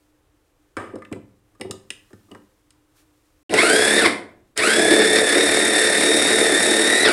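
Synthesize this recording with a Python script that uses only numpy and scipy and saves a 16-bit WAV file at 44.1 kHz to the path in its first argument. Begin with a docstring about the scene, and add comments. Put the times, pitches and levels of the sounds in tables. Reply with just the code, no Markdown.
"""Knocks, clicks and slides: a small geared food chopper is seated on its glass jar on a wooden table.
Noise bursts ring the modes of table, jar and shell. All sound drops out briefly, then the chopper runs twice:
its turning shaft times the gear whine (sines), two blade thumps a turn, and brush and air hiss (coloured noise).
A small hard-walled kitchen echoes it (decaying noise bands) over room tone, faint hum and rustling hands."""
import sys
import numpy as np
from scipy import signal
from scipy.fft import rfft, irfft
from scipy.io import wavfile
from scipy.ndimage import uniform_filter1d

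SR = 44100
rng = np.random.default_rng(int(sys.argv[2]) if len(sys.argv) > 2 else 0)


def invert_db(x):
    """Field ratio 10**(x/20) for x, a level in decibels (scalar or array-like)."""
    u = np.asarray(x, float) / 20
    return 10 ** u


def materialize(psi):
    """Save the field psi as 16-bit PCM at rate SR to the path in sys.argv[1].

    A 1-D psi becomes a single channel; in a 2-D psi each row is a channel.
    """
    bounded = np.clip(np.atleast_2d(psi).T, -1, 1)
    quanta = np.round(bounded * 32767).astype(np.int16)
    wavfile.write(sys.argv[1], SR, quanta)


N = 314291


def rms_one(x):
    """Scale to unit rms."""
    return x / np.sqrt(np.mean(x ** 2) + 1e-20)


def in_time(table):
    """Second column of a table, joined by straight lines over time in seconds."""
    s, values = np.transpose(table)
    return np.interp(np.arange(N) / SR, s, values)


def at_hz(points, hz):
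    """Read a spectrum on a log frequency axis."""
    points_hz, values = np.transpose(points)
    return np.interp(np.log(np.maximum(hz, 1)), np.log(points_hz), values)


def colour(x, spectrum, size=8192):
    """Minimum-phase filter with the given response, so nothing sounds early; rms 1."""
    response_db = at_hz(spectrum, np.fft.rfftfreq(size, 1 / SR))
    cepstrum = irfft(np.log(invert_db(response_db)))
    cepstrum[1:size // 2] *= 2
    cepstrum[size // 2 + 1:] = 0
    impulse = irfft(np.exp(rfft(cepstrum)))
    return rms_one(signal.fftconvolve(x, impulse)[:N])


def drift(rate_hz):
    """Slow random wander of rms 1: twice-lowpassed noise, computed every 40 samples."""
    r = np.exp(-2 * np.pi * rate_hz * 40 / SR)
    noise = rng.standard_normal(N // 40 + 2002)
    slow = signal.lfilter([1], [1, -2 * r, r * r], noise)[2000:]
    return np.interp(np.arange(N) / 40, np.arange(len(slow)), rms_one(slow))


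def ring(drive, hz, t60_s):
    """Two-pole resonator: a unit click sets a decaying sine of height 1 ringing; t60 is at least 2 ms."""
    r = invert_db(-60 / (max(t60_s, .002) * SR))
    w = 2 * np.pi * hz / SR
    return signal.lfilter([0, np.sin(w)], [1, -2 * r * np.cos(w), r * r], drive + 1e-18)


def swells(rows):
    """Sum of bell-shaped bumps in time, each (centre_s, length_s, height)."""
    t = np.arange(N) / SR
    return sum(height * np.exp(-((t - s) / length_s) ** 2) for s, length_s, height in rows)


# room tone spectrum, relative: hz, level_db_per_hz
FLOOR_SPECTRUM = [(12, -50.5), (20, -2.5), (97, -5), (147, -7.5), (164, -19.5), (268, -34.5), (299, 4.5),
                  (327, -10.5), (365, -13), (532, -13.5), (569, -17.5), (1160, -21), (4000, -33.5),
                  (5200, -66), (8800, -120)]


def room_tone():
    """Steady coloured noise whose level wanders slowly."""
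    return invert_db(-62.5 + 1.0 * drift(3.6)) * colour(rng.standard_normal(N), FLOOR_SPECTRUM)


def hum():
    """Noise through a narrow resonance gives a wavering tone."""
    return invert_db(-73.5) * rms_one(ring(rng.standard_normal(N), hz=297, t60_s=0.054))


# rustle spectrum, relative: hz, level_db_per_hz
RUSTLE_SPECTRUM = [(470, -42), (800, -23), (1040, -8), (1350, -9), (1680, -11.5), (4160, -13.5),
                   (8340, -13), (15500, -19)]
# hand movements over the steady rustle: centre_s, length_s, level_db
HAND_MOVES = [(0.02, 0.11, -79), (2.15, 0.35, -70), (2.99, 0.031, -61), (3.25, 0.4, -77.5)]


def rustle():
    """Hands on skin and plastic: fluttering coloured noise, swelling with each movement."""
    steady_db = -72
    level = invert_db(steady_db) + swells([(s, length_s, invert_db(db)) for s, length_s, db in HAND_MOVES])
    return level * invert_db(0.59 * drift(20)) * colour(rng.standard_normal(N), RUSTLE_SPECTRUM)


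def background():
    """Room tone, hum and rustle add up."""
    return room_tone() + hum() + rustle()


# decay of the room: hz, t60_s
KITCHEN_T60 = [(100, 0.92), (260, 0.44), (700, 0.49), (1840, 0.38), (4850, 0.31), (11000, 0.29)]


def kitchen(x):
    """Diffuse echoes: octave bands of noise, each dying at its own rate."""
    t, tail = np.arange(SR) / SR, 0
    for low_hz in 62.5 * 2. ** np.arange(8):
        band = signal.butter(2, [low_hz, 2 * low_hz], "band", fs=SR, output="sos")
        decay = invert_db(-60 * t / at_hz(KITCHEN_T60, np.sqrt(2) * low_hz))
        tail = tail + signal.sosfilt(band, rng.standard_normal(SR)) * decay
    tail = tail * np.clip(t / 0.0065 - .3, 0, 1)   # echoes set in after 2 ms
    return signal.fftconvolve(x, tail / np.sqrt(np.sum(tail ** 2)))[:N]


# hard clicks: plastic on glass, later the switch and the drive catching:
# start_s, thud_db, clack_db, clack_hz, tick_db
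CLICKS = [(0.768, -18.5, -18, 1770, -27), (0.956, -18.5, -38.5, 1150, -39.5), (1.021, -47, -35, 1630, -48),
          (1.05, -53, -34.5, 2050, -46), (1.126, -24, -26, 1960, -30.5), (1.611, -21.5, -25, 2160, -24),
          (1.71, -26.5, -35, 1490, -18), (1.904, -35, -24, 2370, -19.5), (2.131, -34.5, -41, 1400, -46.5),
          (2.315, -37, -47.5, 2490, -41), (2.349, -29.5, -31, 1210, -43), (2.706, -66, -58, 1910, -42),
          (3.495, -22.5, -30, 2500, -36), (3.51, -43, -40, 2500, -41.5), (3.539, -12, -10, 2020, -9.5),
          (4.569, -32.5, -25, 1910, -35.5), (4.576, -17, -17.5, 2030, -7.5)]
# soft bumps of the jar on the table: start_s, thud_db, clack_db
BUMPS = [(0.936, -25, -56.5), (0.985, -45, -48.5), (1.115, -20.5, -47), (1.159, -26, -51),
         (1.598, -26, -45), (1.55, -55, -54), (1.647, -21, -48), (1.696, -25.5, -59), (1.733, -28, -51),
         (2.105, -43, -52), (2.284, -46, -60)]
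# the rim slides into its seat: start_s, thud_db, clack_db, clack_hz, chatter_ms
SLIDES = [(0.772, -26.5, -30, 1256, 65), (2.308, -34, -49, 1010, 34)]


def contacts():
    """All touches as (start_s, thud_db, clack_db, clack_hz, tick_db, chatter_ms)."""
    click_ms, bump_ms, bump_hz = 3.8, 6.5, 1440
    bump_tick_db, slide_tick_db = -4.5, -14   # relative to the clack
    clicks = [(*row, click_ms) for row in CLICKS]
    bumps = [(s, thud, clack, bump_hz, clack + bump_tick_db, bump_ms) for s, thud, clack in BUMPS]
    slides = [(s, thud, clack, hz, clack + slide_tick_db, ms) for s, thud, clack, hz, ms in SLIDES]
    return clicks + bumps + slides


def near(hz, centre_hz, octaves):
    """Share of force that a mode takes from a contact centred at another pitch."""
    return np.exp(-(np.log2(hz / centre_hz) / octaves) ** 4)


# modes of table top, jar and plastic shell: pitch_hz, level_db, t60_s (2 ms at least when rung)
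BODY_MODES = [(104.5, -2.5, .2), (194, -12.5, 0.12), (330, -6, 0.071), (377, -1.5, 0.058), (509, -6, 0.053),
              (686, -10.5, 0.024), (752, -9, 0.021), (942, -5.5, 0.03), (1232, 0.5, 0.043),
              (1400, -9.5, 0.034), (1570, -0.5, 0.0098), (1738, -9, 0.043), (2020, -5, 0.03),
              (2226, -7, 0.026), (2730, -4, 0.017), (2883, -0.5, 0.018), (3980, -9.5, 0.012),
              (5310, -11.5, 0.011), (8750, -9.5, 0.0013)]


def knocks():
    """Each contact chatters as a dying noise burst; thud, clack and tick drive the modes near them."""
    thud_hz, tick_hz = 315, 6360
    t, out, rows = np.arange(SR // 4) / SR, np.zeros(N), contacts()
    first = 5.3 * (t == 0)   # the first touch is one sharp blow
    bursts = []
    for *_, chatter_ms in rows:
        burst = (rng.standard_normal(len(t)) + first) * np.exp(-t * 1000 / chatter_ms)
        bursts.append(rms_one(burst) / np.sqrt(len(t)))   # unit energy
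    for hz, level_db, t60_s in BODY_MODES:
        force = np.zeros(N)
        for (s, thud_db, clack_db, clack_hz, tick_db, chatter_ms), burst in zip(rows, bursts):
            at = round(s * SR)
            strength = invert_db(thud_db) * near(hz, thud_hz, 1.43)
            strength += invert_db(clack_db) * near(hz, clack_hz, 0.43 + chatter_ms / 120)
            strength += invert_db(tick_db) * near(hz, tick_hz, 1.0)
            longer = 1 + chatter_ms / (150 * t60_s)   # a long chatter feeds the mode many times over
            force[at:at + len(t)] += burst * np.sqrt(longer) * invert_db(level_db) * strength
        band = signal.butter(2, [hz / 1.4, 1.4 * hz], "band", fs=SR)
        out += ring(signal.lfilter(*band, force + 1e-18), hz, t60_s)
    ticks = np.zeros(N)   # the bright part also radiates straight from the contact
    for (s, _, _, _, tick_db, chatter_ms), burst in zip(rows, bursts):
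        ticks[round(s * SR):][:len(t)] += burst * np.sqrt(chatter_ms) * invert_db(tick_db + 7.0)
    bright = signal.butter(2, [3500, 11000], "band", fs=SR, output="sos")
    return out + signal.sosfilt(bright, ticks)


# brush and air spectrum, relative: hz, level_db_per_hz
HISS_SPECTRUM = [(4000, -22.5), (5500, -5.5), (6300, -8), (7300, -2.5), (8000, 2.5), (8400, 2), (9300, 4),
                 (9900, -2.5), (10400, -0.5), (10700, -7), (11000, -6), (12000, -19.5), (13000, -40),
                 (15500, -50.5)]


def hiss(turns):
    """Brush and air noise, swelling with each blade turn and fluttering."""
    swell = 1 + .3 * np.cos(2 * np.pi * turns) + .12 * np.cos(8 * np.pi * turns)
    flutter = invert_db(1.22 * drift(88) + 0.52 * drift(3.8))
    return colour(swell * flutter * rng.standard_normal(N), HISS_SPECTRUM)


# blades and food spectrum, relative: hz, level_db_per_hz
THUMP_SPECTRUM = [(24, -48.5), (40, -67), (97, -15.5), (151, -27), (184, -8.5), (256, -10.5), (287, -2),
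                  (363, 1), (405, -6.5), (440, 2), (485, -6.5), (535, -5), (686, -7.5), (857, -16.5),
                  (1100, -25.5), (1430, -34.5), (2420, -120)]


def thumps(turns):
    """Two blades strike the heap each turn, one harder; loose pieces tumble in their wake."""
    strikes = np.zeros(N)
    for offset_turns, level_db in [(0, 0), (.5, -8)]:
        phase = turns + offset_turns + .015 * drift(12)
        at = np.flatnonzero(np.diff(np.floor(phase)) > 0)
        strikes[at] += invert_db(level_db + 3.5 * rng.standard_normal(len(at)))
    wake = 1 + .45 * np.cos(2 * np.pi * turns - 1) + .4 * np.cos(4 * np.pi * turns - 1)
    loose = wake * invert_db(0.58 * drift(36)) * rng.standard_normal(N)
    return colour(rms_one(strikes) + 1.7 * rms_one(loose), THUMP_SPECTRUM)


# gear noise through the housing, relative: hz, level_db_per_hz
GRIND_SPECTRUM = [(500, -39), (800, -10), (1100, -7.5), (1500, 0), (1900, 4), (2350, 1), (2700, -5),
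                  (3050, -11.5), (3650, -3), (4200, -5), (4700, -6.5), (5500, -7), (6500, -55.5)]


def grind(turns, coasting):
    """Tooth friction noise; while the motor coasts the loose teeth also rattle in separate clicks."""
    swell = 1 + .2 * np.cos(2 * np.pi * turns)
    friction = swell * invert_db(1.56 * drift(40)) * rng.standard_normal(N)
    rattle = (rng.random(N) < 250 / SR) * rng.standard_normal(N)   # about 250 clicks per s
    return colour(friction + 0.31 * coasting * rms_one(rattle), GRIND_SPECTRUM)


# tooth tones; three planet wheels favour every third order: cycles_per_blade_turn, level_db
WHINE_ORDERS = [(45, -51.5), (48, -1.5), (49, -3), (51, -1.5), (54, -16.5), (96, -9), (98, -9), (99, -1.5),
                (100, -15), (102, -6.5), (147, -13.5), (150, -6.5)]
# housing response to the whine: hz, level_db
HOUSING_RESPONSE = [(600, -23.5), (1100, -6), (1500, 4.5), (1800, -1.5), (2100, 8.5), (2500, 3), (3000, -4),
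                    (3700, 2), (4500, 2.5), (5500, -3.5)]


def whine(speed, turns, unevenness):
    """Tooth tones coloured by the housing; each wavers, and unloaded teeth meet weakly and unevenly."""
    out = 0
    for order, level_db in WHINE_ORDERS:
        housing_db = at_hz(HOUSING_RESPONSE, speed * order)
        gain = invert_db(level_db + housing_db + 0.98 * drift(9.8) - 1.4 * unevenness * order / 50)
        wobble_rad = .006 * order * drift(20) + .25 * unevenness * drift(90)
        out = out + gain * np.sin(2 * np.pi * order * turns + wobble_rad)
    return out


# the hand presses the cap: power_on_s, drive_catches_s, power_off_s, spin_up_s, thump_build_up_s
PRESSES = [(3.492, 3.539, 3.99, .105, .02), (4.556, 4.575, 7.042, .063, .04)]
# full speed that the food allows, before waver: start_s, turns_per_s
FULL_SPEED = [(3.5, 35.0), (3.77, 35.9), (3.87, 35.5), (3.985, 37.4), (4.6, 34.4), (4.72, 35.4),
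              (4.86, 35.2), (4.94, 36.1), (5.05, 35.7), (5.2, 36.6), (5.3, 35.3), (5.39, 37.1), (5.5, 36.6),
              (5.65, 36.8), (5.78, 36.4), (6.01, 36.7), (6.08, 37.2), (6.31, 37.1), (6.52, 36.1),
              (6.66, 36.95), (6.86, 37.05), (7.02, 39.3)]
# food in the blades' path, as base level of the thumps: start_s, level_db
FOOD = [(3.5, -18), (3.88, -21), (4.0, -20), (4.6, -21.5), (4.85, -19), (5.08, -22), (5.2, -21),
        (5.28, -23.5), (5.4, -21), (5.7, -22.5), (6.3, -20.5), (7.02, -22.5)]
# brief level changes: start-up growl, hard strikes, jolts as the motor runs down:
# centre_s, thump_change_db, gear_change_db
JOLTS = [(3.528, 6.5, -0.5), (3.552, 1.5, 4), (3.59, -2, 4), (4.059, 5, 8), (3.744, 4.5, 0.5),
         (3.985, 0.5, 5), (4.79, 4.5, -0.5), (4.928, 7, 5), (5.011, 5, 5), (5.17, 3.5, 4), (5.37, 7.5, 1.5),
         (5.78, 3.5, 1.5), (6.9, 3, 0.5), (7.053, 1, 6), (7.08, 9, 4.5)]
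# hiss and gears dip briefly: centre_s, length_s, change_db
DIPS = [(5.235, 0.026, -4), (5.71, 0.027, -1.5), (5.915, 0.017, -2.5)]


def chopper():
    """Each press spins the shaft up and lets it coast; speed sets the pitch of everything that turns."""
    brake_turns_per_s2, creep_turns_per_s = 220, 15   # after power off: slows evenly, then creeps
    hiss_base_db, gear_base_db = -23, -19
    torque_db = 9   # gears are louder while they pull the blades up to speed
    idle_db, catch_db, catch_s = -17.5, -14, 0.023   # hiss and gears: before the drive catches; just after
    start_db, power_off_db = -17.5, -3   # thumps at power on; brushes hiss less without current
    coast_s, jolt_s = .07, 0.02
    thump_fade_db_per_s, hiss_fade_db_per_s, gear_fade_db_per_s = 159, 249, 240
    contact_s = 0.012   # the switch makes contact gradually
    strain = .5   # share of the coasting unevenness while speeding up

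    t = np.arange(N) / SR
    press = (t > PRESSES[1][0]).astype(int)
    on, catch, off, spin_up_s, build_up_s = np.array(PRESSES)[press].T
    full = in_time(FULL_SPEED) + .12 * drift(6)
    lagging = np.exp(-np.maximum(t - on, 0) / spin_up_s)
    slowed = full * (1 - lagging) - brake_turns_per_s2 * np.maximum(t - off, 0)
    speed = np.maximum(slowed, creep_turns_per_s)
    turns = np.cumsum(speed) / SR
    coasting = uniform_filter1d((t > off) * (slowed > creep_turns_per_s) * 1., size=400)
    spinning = np.clip((slowed - creep_turns_per_s) / 4, 0, 1)

    fading_s = np.maximum(t - off - coast_s, 0)
    after_catch_db = catch_db * np.exp(-np.abs(t - catch) / catch_s)
    drive_db = swells(DIPS) + np.where(t < catch, idle_db, after_catch_db)
    thump_db = in_time(FOOD) + start_db * np.exp(-np.abs(t - on) / build_up_s)
    thump_db += swells([(s, jolt_s, db) for s, db, _ in JOLTS]) - thump_fade_db_per_s * fading_s
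    hiss_db = hiss_base_db + power_off_db * (t > off) + drive_db - hiss_fade_db_per_s * fading_s
    gear_db = gear_base_db + torque_db * lagging + drive_db - gear_fade_db_per_s * fading_s
    gear_db += swells([(s, jolt_s, db) for s, _, db in JOLTS])

    unevenness = coasting + strain * np.sqrt(lagging)
    gears = invert_db(-3.5) * grind(turns, coasting) + spinning * invert_db(-4.5) * whine(speed, turns, unevenness)
    switched_on = np.clip((t - on) / contact_s, 0, 1) ** 2
    mix = invert_db(thump_db) * thumps(turns) + invert_db(hiss_db) * hiss(turns) + invert_db(gear_db) * gears
    return switched_on * mix


def scene():
    """Machine and knocks, their echoes and the room; a standing wave cancels a narrow band."""
    machine, hits = chopper(), knocks()
    echoes = kitchen(invert_db(-7) * machine + invert_db(-11.0) * hits)
    heard = machine + hits + echoes + background()
    dip_hz, dip_width_hz = 162, 29
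    return signal.lfilter(*signal.iirnotch(dip_hz, dip_hz / dip_width_hz, SR), heard)[None]


def roll_off(x):
    """The treble ends steeply here."""
    return signal.sosfilt(signal.butter(12, 15800, fs=SR, output="sos"), x)


def record(dry):
    """The sound drops out for a moment; peaks are rounded."""
    dropout_start_s, dropout_end_s = 3.431, 3.494
    t = np.arange(N) / SR
    heard = (t < dropout_start_s) | (t > dropout_end_s)
    finished = 1.041 * np.tanh(heard * dry / 1.22)
    return roll_off(finished)


dry = scene()
out = record(dry)
materialize(out)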